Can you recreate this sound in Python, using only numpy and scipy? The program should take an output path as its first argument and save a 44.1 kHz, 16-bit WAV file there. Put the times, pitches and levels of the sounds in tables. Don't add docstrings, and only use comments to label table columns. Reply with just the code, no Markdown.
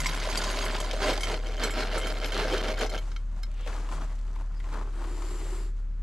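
import sys
import numpy as np
from scipy import signal
from scipy.fft import rfft, irfft, next_fast_len
from scipy.io import wavfile
from scipy.ndimage import map_coordinates

SR = 44100
rng = np.random.default_rng(int(sys.argv[2]) if len(sys.argv) > 2 else 0)


def generate_wav(signal):
    frames = np.transpose(np.atleast_2d(signal))
    scaled = np.clip(frames, -1, 1) * 32767
    pcm = np.round(scaled).astype(np.int16)
    wavfile.write(sys.argv[1], SR, pcm)


N = 265658
TIME = np.arange(N) / SR

# (time [s], rattle level [dB])
STREAM = [(0, -36.5), (.2, -36.5), (.55, -34), (.85, -39.5), (1.2, -40), (1.42, -48.5), (1.75, -41.5),
          (2.2, -41.5), (2.65, -40), (2.97, -53.5), (3.05, -63.5)]
# (time of height [s], length [s], rattle level [dB])
SURGES = [(1.047, 0.047, -30), (1.096, 0.047, -31), (1.31, 0.068, -34.5), (1.47, 0.058, -42),
          (1.64, 0.062, -32.5), (1.802, 0.067, -32.5), (1.955, 0.055, -34), (2.06, 0.073, -37.5),
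          (2.24, 0.037, -37.5), (2.395, 0.082, -32.5), (2.53, 0.094, -33), (2.69, 0.062, -35.5),
          (2.822, 0.043, -32), (2.937, 0.044, -39)]
# (time [s], drumming level [dB], pitch [Hz])
HEAP = [(0, -15, 690), (.35, -5, 577), (1.1, 2, 516), (1.7, 0.5, 470), (2.35, 1.5, 470), (2.55, 2.5, 434),
        (2.85, 3, 476)]
# (frequency [Hz], width [Hz], level [dB])
HOLLOW = [(298, 91, 0), (386.5, 28.4, 6), (446, 28, -6.5), (535, 17, 1.5), (612, 31, 1), (779, 15, -3.5)]
# (frequency [Hz], level [dB per Hz])
RATTLE = [(130, -1), (230, 4), (400, 0), (1050, -3), (1650, -7.5), (2500, -10.5), (3700, -11.5),
          (4700, -14), (6500, -24.5), (8500, -30), (12000, -33.5), (14500, -59)]
# (time [s], share [0-1])
COVERED = [(0, 0), (.8, .15), (1.35, .7), (1.6, 1)]
# (time [s], ring level [dB], bright edge level [dB], favoured mode [Hz])
PINGS = [(.0024, -17.5, -23.5, 2130), (.059, -14.5, -32, 2175), (.065, -14.5, -21.5, 5600),
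         (.093, -24, -32, 6600), (0.147, -25, -31, 5610), (0.199, -21, -35, 6440), (.2988, -23, -33, 6440),
         (.374, -13.5, -22, 8365), (.4383, -20.5, -28, 6440), (.509, -23.5, -27, 3170),
         (.571, -25, -33, 6440), (.652, -30, -28, 6440), (.8017, -20, -25.5, 7770),
         (1.1334, -27, -30, 11190), (1.208, -21.5, -27.5, 9410), (1.2333, -18, -29, 10010),
         (1.636, -19, -23, 7562), (1.7066, -29.5, -28.5, 7562), (1.9792, -28, -25.5, 9410),
         (2.07, -29, -32, 9410), (2.124, -43, -38, 9410), (2.257, -27, -33, 6540), (2.3208, -26, -34, 9410),
         (2.7896, -28, -30, 2200), (2.811, -23, -25.5, 5235), (2.8636, -26, -33, 5235),
         (2.898, -27.5, -30, 4160), (2.9504, -29, -35, 5235), (2.9779, -24.5, -47, 3125),
         (2.9867, -32, -37, 4200), (3.116, -35.5, -60, 1350), (3.163, -28, -44, 3840),
         (3.433, -29, -35.5, 3125)]
# (frequency [Hz], level [dB])
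BARE_PAN = [(1020, 2), (2066, -3), (2183, -4), (3170, -5), (3810, -9), (4700, -5), (4800, -10), (5080, -12),
            (5610, -9.5), (6440, -5.5), (6600, -7), (7050, -8.5), (7420, -8), (7750, -3), (8170, -16),
            (8365, -5), (8660, -11), (9550, -13), (9800, -9), (10010, -11), (10130, -10), (10445, -5.5),
            (10950, -12), (11190, -8.5), (11530, -9.5), (12490, -12), (12830, -12)]
# (frequency [Hz], level [dB])
FULL_PAN = [(1350, 1), (1580, -2), (2105, -2), (2200, -0.5), (3125, 2), (3840, -9), (4160, -3.5),
            (5235, -4), (5970, -7), (6540, -6.5), (6890, -8), (7562, -8.5), (7750, -13), (9230, -16),
            (9410, -10), (10130, -12), (11020, -14), (11530, -11.5), (12470, -15)]
# (time [s], peak level [dB], pitch [Hz])
CLACKS = [(.0443, -23, 2190), (.091, -21, 1300), (.2369, -25, 5110), (.273, -21.5, 626), (.3267, -23, 3230),
          (.3551, -20, 1500), (.4174, -21.5, 1390), (.4419, -23, 3190), (.4858, -29, 1550),
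          (.5013, -24, 1690), (.513, -27, 3000), (.5886, -21, 1200), (.6394, -25, 1110), (.7098, -28, 2070),
          (.749, -23, 795), (.7637, -23, 3080), (.9113, -20.5, 3050), (.933, -22, 560),
          (1.0301, -21.5, 1700), (1.092, -16, 535), (1.106, -23, 2800), (1.1643, -25, 2060),
          (1.1763, -22, 865), (1.2716, -26, 1490), (1.579, -32, 580), (1.8058, -21, 2230),
          (1.962, -25, 534), (2.2284, -31, 1540), (2.2448, -23, 3130), (2.3441, -25, 3780),
          (2.3765, -20, 1670), (2.534, -19.5, 387), (2.578, -25, 1680), (2.6833, -25.5, 1690),
          (2.825, -19.5, 435), (2.929, -30, 604)]
# (time of height [s], length [s], rubbing level [dB], swish level [dB], pitch of the fold [Hz])
STROKES = [(3.056, 0.14, -56.5, -56, 280), (3.385, 0.055, -61, -63, 720), (3.61, 0.036, -53.5, -69, 500),
           (3.683, 0.025, -48, -51, 470), (3.763, 0.11, -47.5, -53.5, 310), (3.939, 0.055, -46, -48.5, 247),
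           (4.021, 0.056, -47.5, -62, 280), (4.288, 0.036, -56.5, -65, 296), (4.39, 0.1, -52.5, -65, 260),
           (4.763, 0.092, -43.5, -57.5, 286), (4.858, 0.053, -49.5, -75, 374),
           (5.034, 0.094, -44, -68, 292), (5.784, 0.049, -69, -66, 500)]
# (time [s], rubbing level [dB])
LIGHT_RUB = [(3.3, -66), (3.54, -62.5), (3.62, -59), (4.1, -56.5), (4.22, -62.5), (4.5, -65), (4.66, -57.5),
             (5.55, -63), (5.68, -70)]
# (frequency [Hz], level [dB per Hz])
RUB = [(130, -5), (450, 1.5), (700, -1.5), (1050, -2), (1700, -13.5), (2600, -22.5), (5000, -30.5),
       (12000, -50)]
# (frequency [Hz], level [dB per Hz])
SWISH = [(1000, 9.5), (2800, 2), (4200, 0.5), (6000, 0), (7500, 0.5), (8500, -7.5), (10500, -8),
         (12500, -16), (14500, -26)]
# (frequency [Hz], level [dB per Hz])
SLEEVE_SWISH = [(1200, 8), (3300, 0.5), (5200, 1), (7400, -5), (8500, -4), (10300, -4.5), (12500, -10),
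                (14500, -22)]
# (time [s], pitch [Hz])
HISS_PITCH = [(4.95, 8450), (5.08, 7400), (5.3, 7260), (5.5, 7450)]
# (time [s], peak level [dB], pitch [Hz])
CRUNCHES = [(3.663, -34.5, 554), (3.674, -31.5, 1640), (3.728, -37.5, 1730), (3.764, -37, 1090),
            (3.889, -34.5, 1030), (3.922, -34.5, 1010), (4.359, -39.5, 980), (4.41, -41.5, 880),
            (4.601, -43, 1900), (4.642, -45, 2080), (4.688, -43, 1590), (4.738, -34, 984),
            (5.041, -37, 950), (5.221, -34.5, 1080)]
# (time of height [s], length [s], level [dB], pitch [Hz], relative bandwidth [factor])
SQUEAKS = [(3.656, 0.12, -53.5, 2700, 3.6), (4.572, 0.018, -61, 4960, 1)]
# (time [s], level [dB], pitch [Hz])
THUDS = [(.003, -34, 146), (0.062, -37.5, 158), (3.944, -38, 150.7)]
# (multiple of its pitch [factor], rms level [dB])
HUM = [(1, -30.5), (2, -51.5), (4, -61)]
# (frequency [Hz], level [dB per Hz])
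BARN_AIR = [(26, -23.5), (45, -12), (66, -20.5), (86, -18), (118, -23.5), (279, -32.5), (347, -38),
            (730, -52.5), (1080, -54.5), (1300, -44), (1650, -48), (3310, -60.5), (6810, -64), (14000, -96)]

FALL_S = .0088
SWELL_SHAPE = 1.88
HEAP_WIDTH_HZ, HEAP_DB, HOLLOW_DB = 284, -7, -4
BURIED_S, BURIED_LOSS = (2.2, 3.1), .005
FAVOURED_DB = 6
CRACK_DB_PER_OCTAVE = 13.5
LIGHT_SWISH_DB = -3
FOLDS_ABOVE_RUB_DB = -5
CATCH_DB, CATCHES_PER_S = 2.5, 45
SLIDE_START_S, SLIDE_END_S, SLIDE_ATTACK_S, SLIDE_RELEASE_S = 4.89, 5.575, .38, .155
SLIDE_RUB_DB, SLIDE_SWISH_DB, SLIDE_FOLDS_DB, HISS_BAND_DB = -52, -52, -47, -57.5
SLIDE_FOLD_HZ, FOLD_RISE_HZ_PER_S = 315, 85
HISS_BAND_WIDTH_HZ, HISS_BAND_WANDER_HZ = 560, 130
HUM_HZ = 36.77
CUTOFF_HZ = 14500


def flow(delay_s):
    stream = from_db(in_time(STREAM)[0]) * (TIME < STREAM[-1][0])
    return np.sqrt(stream ** 2 + swells(SURGES, delay_s))


def kibble(pour, rattle_db, full_flow_db):
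    crowd = np.clip((pour / from_db(full_flow_db)) ** 1.6, .14, 1)
    contacts = grains(3200 * crowd, spread_db=3.5, t60=.008) / np.sqrt(crowd)
    rattle = from_db(rattle_db) * pour * colour(contacts, RATTLE)

    landings = grains(6000, spread_db=1.5, t60=.008)
    heap_db, heap_hz = in_time(HEAP)
    hollow = from_db(HOLLOW_DB) * body(landings, HOLLOW)
    heap = from_db(HEAP_DB) * moving_resonance(landings, heap_hz, HEAP_WIDTH_HZ)
    return rattle + from_db(heap_db) * flow(FALL_S) * (hollow + heap)


def pan(modes, share, pour, width_hz, patter_db, dull_hz, ring_db, edge_db):
    s, ring_level, edge_level, favoured_hz = np.transpose(PINGS)
    at = np.clip(np.round(s * SR).astype(int), 0, N - 1)
    buried = np.interp(TIME, BURIED_S, [0, 1])
    patter = rms_one(clicks(240, spread_db=1.3)) * from_db(patter_db) * pour
    out = np.zeros(N)
    for hz, db in modes:
        width = width_hz * np.interp(hz, [2000, 5500], [2.2, 1])
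        edge = np.interp(hz, [6000, 8000], [0, 1])
        level = (1 - edge) * (ring_level + ring_db) + edge * (edge_level + edge_db)
        level = level + FAVOURED_DB * np.exp(-(np.log(hz / favoured_hz) / .05) ** 2)

        reached = rng.standard_normal(N) * (rng.random(N) < .4)
        blows = patter * reached / (1 + (hz / dull_hz) ** 3)
        strength = from_db(level + rng.normal(-1, 4.6, len(at)))
        blows[at] += strength * rng.choice([-1, 1], len(at))

        free = ring(blows * share * (1 - buried), hz, width)
        damped = ring(blows * share * buried, hz, width + BURIED_LOSS * hz)
        out += from_db(db) * (free + damped)
    return map_coordinates(out, [np.arange(N) + 1.3 * drift(45)], order=5)


def chinks(ring_db, edge_db, t60, rise_s):
    low, high = np.zeros((2, N))
    for s, ring_level, edge_level, _ in PINGS:
        chink = burst(t60)
        chink *= 1 - np.exp(-np.arange(len(chink)) / SR / rise_s)
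        add(low, s, from_db(ring_level + ring_db) * chink)
        add(high, s, from_db(edge_level + edge_db) * chink)
    low_band = signal.butter(3, [1700, 5800], "band", fs=SR, output="sos")
    high_band = signal.butter(2, [5500, 11800], "band", fs=SR, output="sos")
    return signal.sosfilt(low_band, low) + signal.sosfilt(high_band, high)


def knocks(rows, level_db, t60, sharpness, crack_db, crack_low_hz, crack_top_hz):
    out = np.zeros(N)
    soften = signal.butter(2, [crack_low_hz, crack_top_hz], "band", fs=SR, output="sos")
    for s, db, hz in rows:
        crack = burst(t60)
        hardness = from_db(crack_db + CRACK_DB_PER_OCTAVE * min(np.log2(hz / 1600), 0))
        resonance = rms_one(ring(crack, hz, hz / sharpness))
        blow = resonance + hardness * rms_one(signal.sosfilt(soften, crack))
        add(out, s, from_db(db + level_db) * blow / np.abs(blow).max())
    return out


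def jacket():
    strokes = np.array(STROKES)
    light = from_db(in_time(LIGHT_RUB)[0])
    rubbing = np.sqrt(swells(strokes[:, [0, 1, 2]], 0) + light ** 2)
    swishing = np.sqrt(swells(strokes[:, [0, 1, 3]], 0) + (from_db(LIGHT_SWISH_DB) * light) ** 2)
    slide_times = [SLIDE_START_S, SLIDE_START_S + SLIDE_ATTACK_S, SLIDE_END_S, SLIDE_END_S + SLIDE_RELEASE_S]
    slide = np.interp(TIME, slide_times, [0, 1, 1, 0])

    slips = grains(2600, spread_db=2.0, t60=.009) * from_db(CATCH_DB * drift(CATCHES_PER_S))
    weave = grains(7000, spread_db=.5, t60=.004)
    noise = rng.standard_normal(N)
    flutter = clicks(900, spread_db=1)

    rub = np.hypot(rubbing, from_db(SLIDE_RUB_DB) * slide) * colour(slips, RUB)
    swish = swishing * colour(weave + .5 * slips, SWISH)
    swish += from_db(SLIDE_SWISH_DB) * slide * colour(weave, SLEEVE_SWISH)
    hiss_hz = in_time(HISS_PITCH)[0] + HISS_BAND_WANDER_HZ * drift(22)
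    hiss = from_db(HISS_BAND_DB) * slide * moving_resonance(noise, hiss_hz, HISS_BAND_WIDTH_HZ)

    fold_hz = in_time(STROKES)[-1]
    folds = from_db(FOLDS_ABOVE_RUB_DB) * rubbing * moving_resonance(flutter, fold_hz, width_hz=164)
    sleeve_hz = SLIDE_FOLD_HZ + FOLD_RISE_HZ_PER_S * np.maximum(TIME - SLIDE_START_S, 0)
    sleeve = from_db(SLIDE_FOLDS_DB) * slide * moving_resonance(flutter, sleeve_hz, width_hz=95)
    return rub + swish + hiss + folds + sleeve


def chewing(level_db):
    eating = np.interp(TIME, [3.3, 3.8, 4.3, 5.3, 5.8], [.15, 1, .45, .13, .02])
    return from_db(level_db) * eating * colour(grains(70, spread_db=1.2, t60=.022), SWISH)


def squeaks(width_hz):
    out = np.zeros(N)
    for s, length, db, hz, relative_width in SQUEAKS:
        strength = np.sqrt(swells([(s, length, db)], 0))
        noise = rng.standard_normal(N)
        out += strength * moving_resonance(noise, np.full(N, hz), width_hz * relative_width)
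    return out


def thuds(t60):
    out, t = np.zeros(N), np.arange(SR // 2) / SR
    swell = (1 - np.exp(-t / .014)) * np.exp(-np.log(1000) * t / t60)
    for s, db, hz in THUDS:
        add(out, s, from_db(db) * swell * np.sin(2 * np.pi * hz * t))
    return out


def barn(x, wet_db, t60, wall_hz):
    t = np.arange(SR // 2) / SR
    tails = rng.standard_normal((2, len(t))) * np.exp(-np.log(1000) * t / t60) * (t > .002)
    tails = signal.sosfilt(signal.butter(1, wall_hz, "high", fs=SR, output="sos"), tails)
    tails /= np.linalg.norm(tails, axis=1, keepdims=True)
    return from_db(wet_db) * signal.fftconvolve(x[None], tails, axes=1)[:, :N]


def hum():
    phase = 2 * np.pi * HUM_HZ * TIME + .23 * drift(7.6)
    return np.sqrt(2) * sum(from_db(db) * np.cos(round(k) * phase) for k, db in HUM)


def barn_air(level_db):
    noise = rng.standard_normal(N) + .5 * rng.standard_normal((2, N))
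    return from_db(level_db) * colour(noise, BARN_AIR)


def place(x, pan_db, lag_samples):
    turn = np.exp(-2j * np.pi * np.arange(N // 2 + 1) / N * lag_samples)
    late = irfft(rfft(x) * turn, N)
    return np.array([late * from_db(pan_db / 2), x * from_db(-pan_db / 2)])


def spread(x, side_db, corner_hz):
    side = signal.sosfilt(signal.butter(1, corner_hz, "high", fs=SR, output="sos"), x * drift(400))
    return from_db(side_db) * side * [[1], [-1]]


def grains(per_s, spread_db, t60, count=24):
    contacts = clicks(per_s, spread_db)
    shape = rng.integers(0, count, N)
    out = np.zeros(N)
    for k, hz in enumerate(np.geomspace(1200, 9000, count)):
        crack = burst(t60)[:int(t60 * SR)]
        crack = rms_one(crack) + rms_one(ring(crack, hz, .7 * hz))
        out += signal.oaconvolve(contacts * (shape == k), crack)[:N]
    return colour(out, [(4000, 0), (14000, 6)])


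def clicks(per_s, spread_db):
    sizes = from_db(spread_db * np.minimum(rng.exponential(1, N), 4))
    return (rng.random(N) < per_s / SR) * sizes * rng.choice([-1, 1], N)


def burst(t60):
    t = np.arange(SR // 8) / SR
    crack = rng.standard_normal(len(t)) * np.exp(-np.log(1000) * t / t60)
    return crack / np.linalg.norm(crack)


def body(x, modes):
    out = np.zeros(N)
    for k, (hz, width, db) in enumerate(modes):
        out += (-1) ** k * from_db(db) * width * ring(x, hz, width)
    return rms_one(out)


def ring(x, hz, width):
    r, w = np.exp(-np.pi * width / SR), 2 * np.pi * hz / SR
    return signal.lfilter([1, 0, -1], [1, -2 * r * np.cos(w), r * r], x + 1e-18) / 2


def moving_resonance(x, hz, width_hz):
    turn = np.exp(2j * np.pi * np.cumsum(hz) / SR)
    r = np.exp(-np.pi * width_hz / SR)
    smooth = signal.lfilter([1], [1, -2 * r, r * r], x / turn)
    return rms_one((smooth * turn).real)


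def swells(rows, delay_s):
    power = np.zeros(N)
    for s, length, db in rows:
        away = np.abs(2 * (TIME - s - delay_s) / length)
        power += from_db(db) ** 2 * .5 ** (away ** SWELL_SHAPE)
    return power


def colour(x, spectrum):
    size = 2 * next_fast_len(N // 2 + 4096)
    hz, db = np.transpose(spectrum)
    bins_hz = np.arange(size // 2 + 1) * SR / size
    log_gain = np.log(from_db(np.interp(np.log(bins_hz + 1), np.log(hz), db)))
    cepstrum = irfft(log_gain)[:size // 2]
    cepstrum[1:] *= 2
    return rms_one(irfft(rfft(x, size) * np.exp(rfft(cepstrum, size)))[..., :N])


def drift(rate):
    knots = rng.standard_normal(int(N / SR * rate) + 2)
    return np.interp(TIME * rate, np.arange(len(knots)), knots)


def add(out, s, sound):
    start = max(round(s * SR), 0)
    out[start:start + len(sound)] += sound[:N - start]


def in_time(rows):
    s, *columns = np.transpose(rows)
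    return [np.interp(TIME, s, c) for c in columns]


def rms_one(x):
    return x / np.sqrt(np.mean(x ** 2) + 1e-20)


def from_db(db):
    return 10 ** (np.asarray(db) / 20)


def scene():
    pour, covered = flow(0), in_time(COVERED)[0]
    food = kibble(pour, rattle_db=-1, full_flow_db=-32)
    food += pan(BARE_PAN, np.sqrt(1 - covered), pour, width_hz=26.2, patter_db=-24.5, dull_hz=5970,
                ring_db=-16.5, edge_db=-16.5)
    food += pan(FULL_PAN, np.sqrt(covered), pour, width_hz=15.9, patter_db=-30, dull_hz=5240,
                ring_db=-16, edge_db=-13)
    food += knocks(CLACKS, level_db=-2, t60=.032, sharpness=13.8, crack_db=7.5,
                   crack_low_hz=1780, crack_top_hz=4870)
    food += chinks(ring_db=14, edge_db=10.5, t60=.03, rise_s=.0018)

    crunches = knocks(CRUNCHES, level_db=1, t60=.045, sharpness=6, crack_db=-8,
                      crack_low_hz=700, crack_top_hz=3200)
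    after = jacket() + crunches + chewing(level_db=-59) + thuds(t60=.39) + squeaks(width_hz=550)

    direct = place(food, pan_db=-1, lag_samples=.58) + place(after, pan_db=3.5, lag_samples=.72)
    width = spread(food + after, side_db=-5.5, corner_hz=3200)
    room = barn(food + after, wet_db=-17, t60=.2, wall_hz=500)
    background = barn_air(level_db=-48) + place(hum(), pan_db=.9, lag_samples=.82)
    return direct + width + room + background


def record(dry):
    return signal.sosfilt(signal.ellip(10, .1, 80, CUTOFF_HZ, fs=SR, output="sos"), dry)


dry = scene()
out = record(dry)
generate_wav(out)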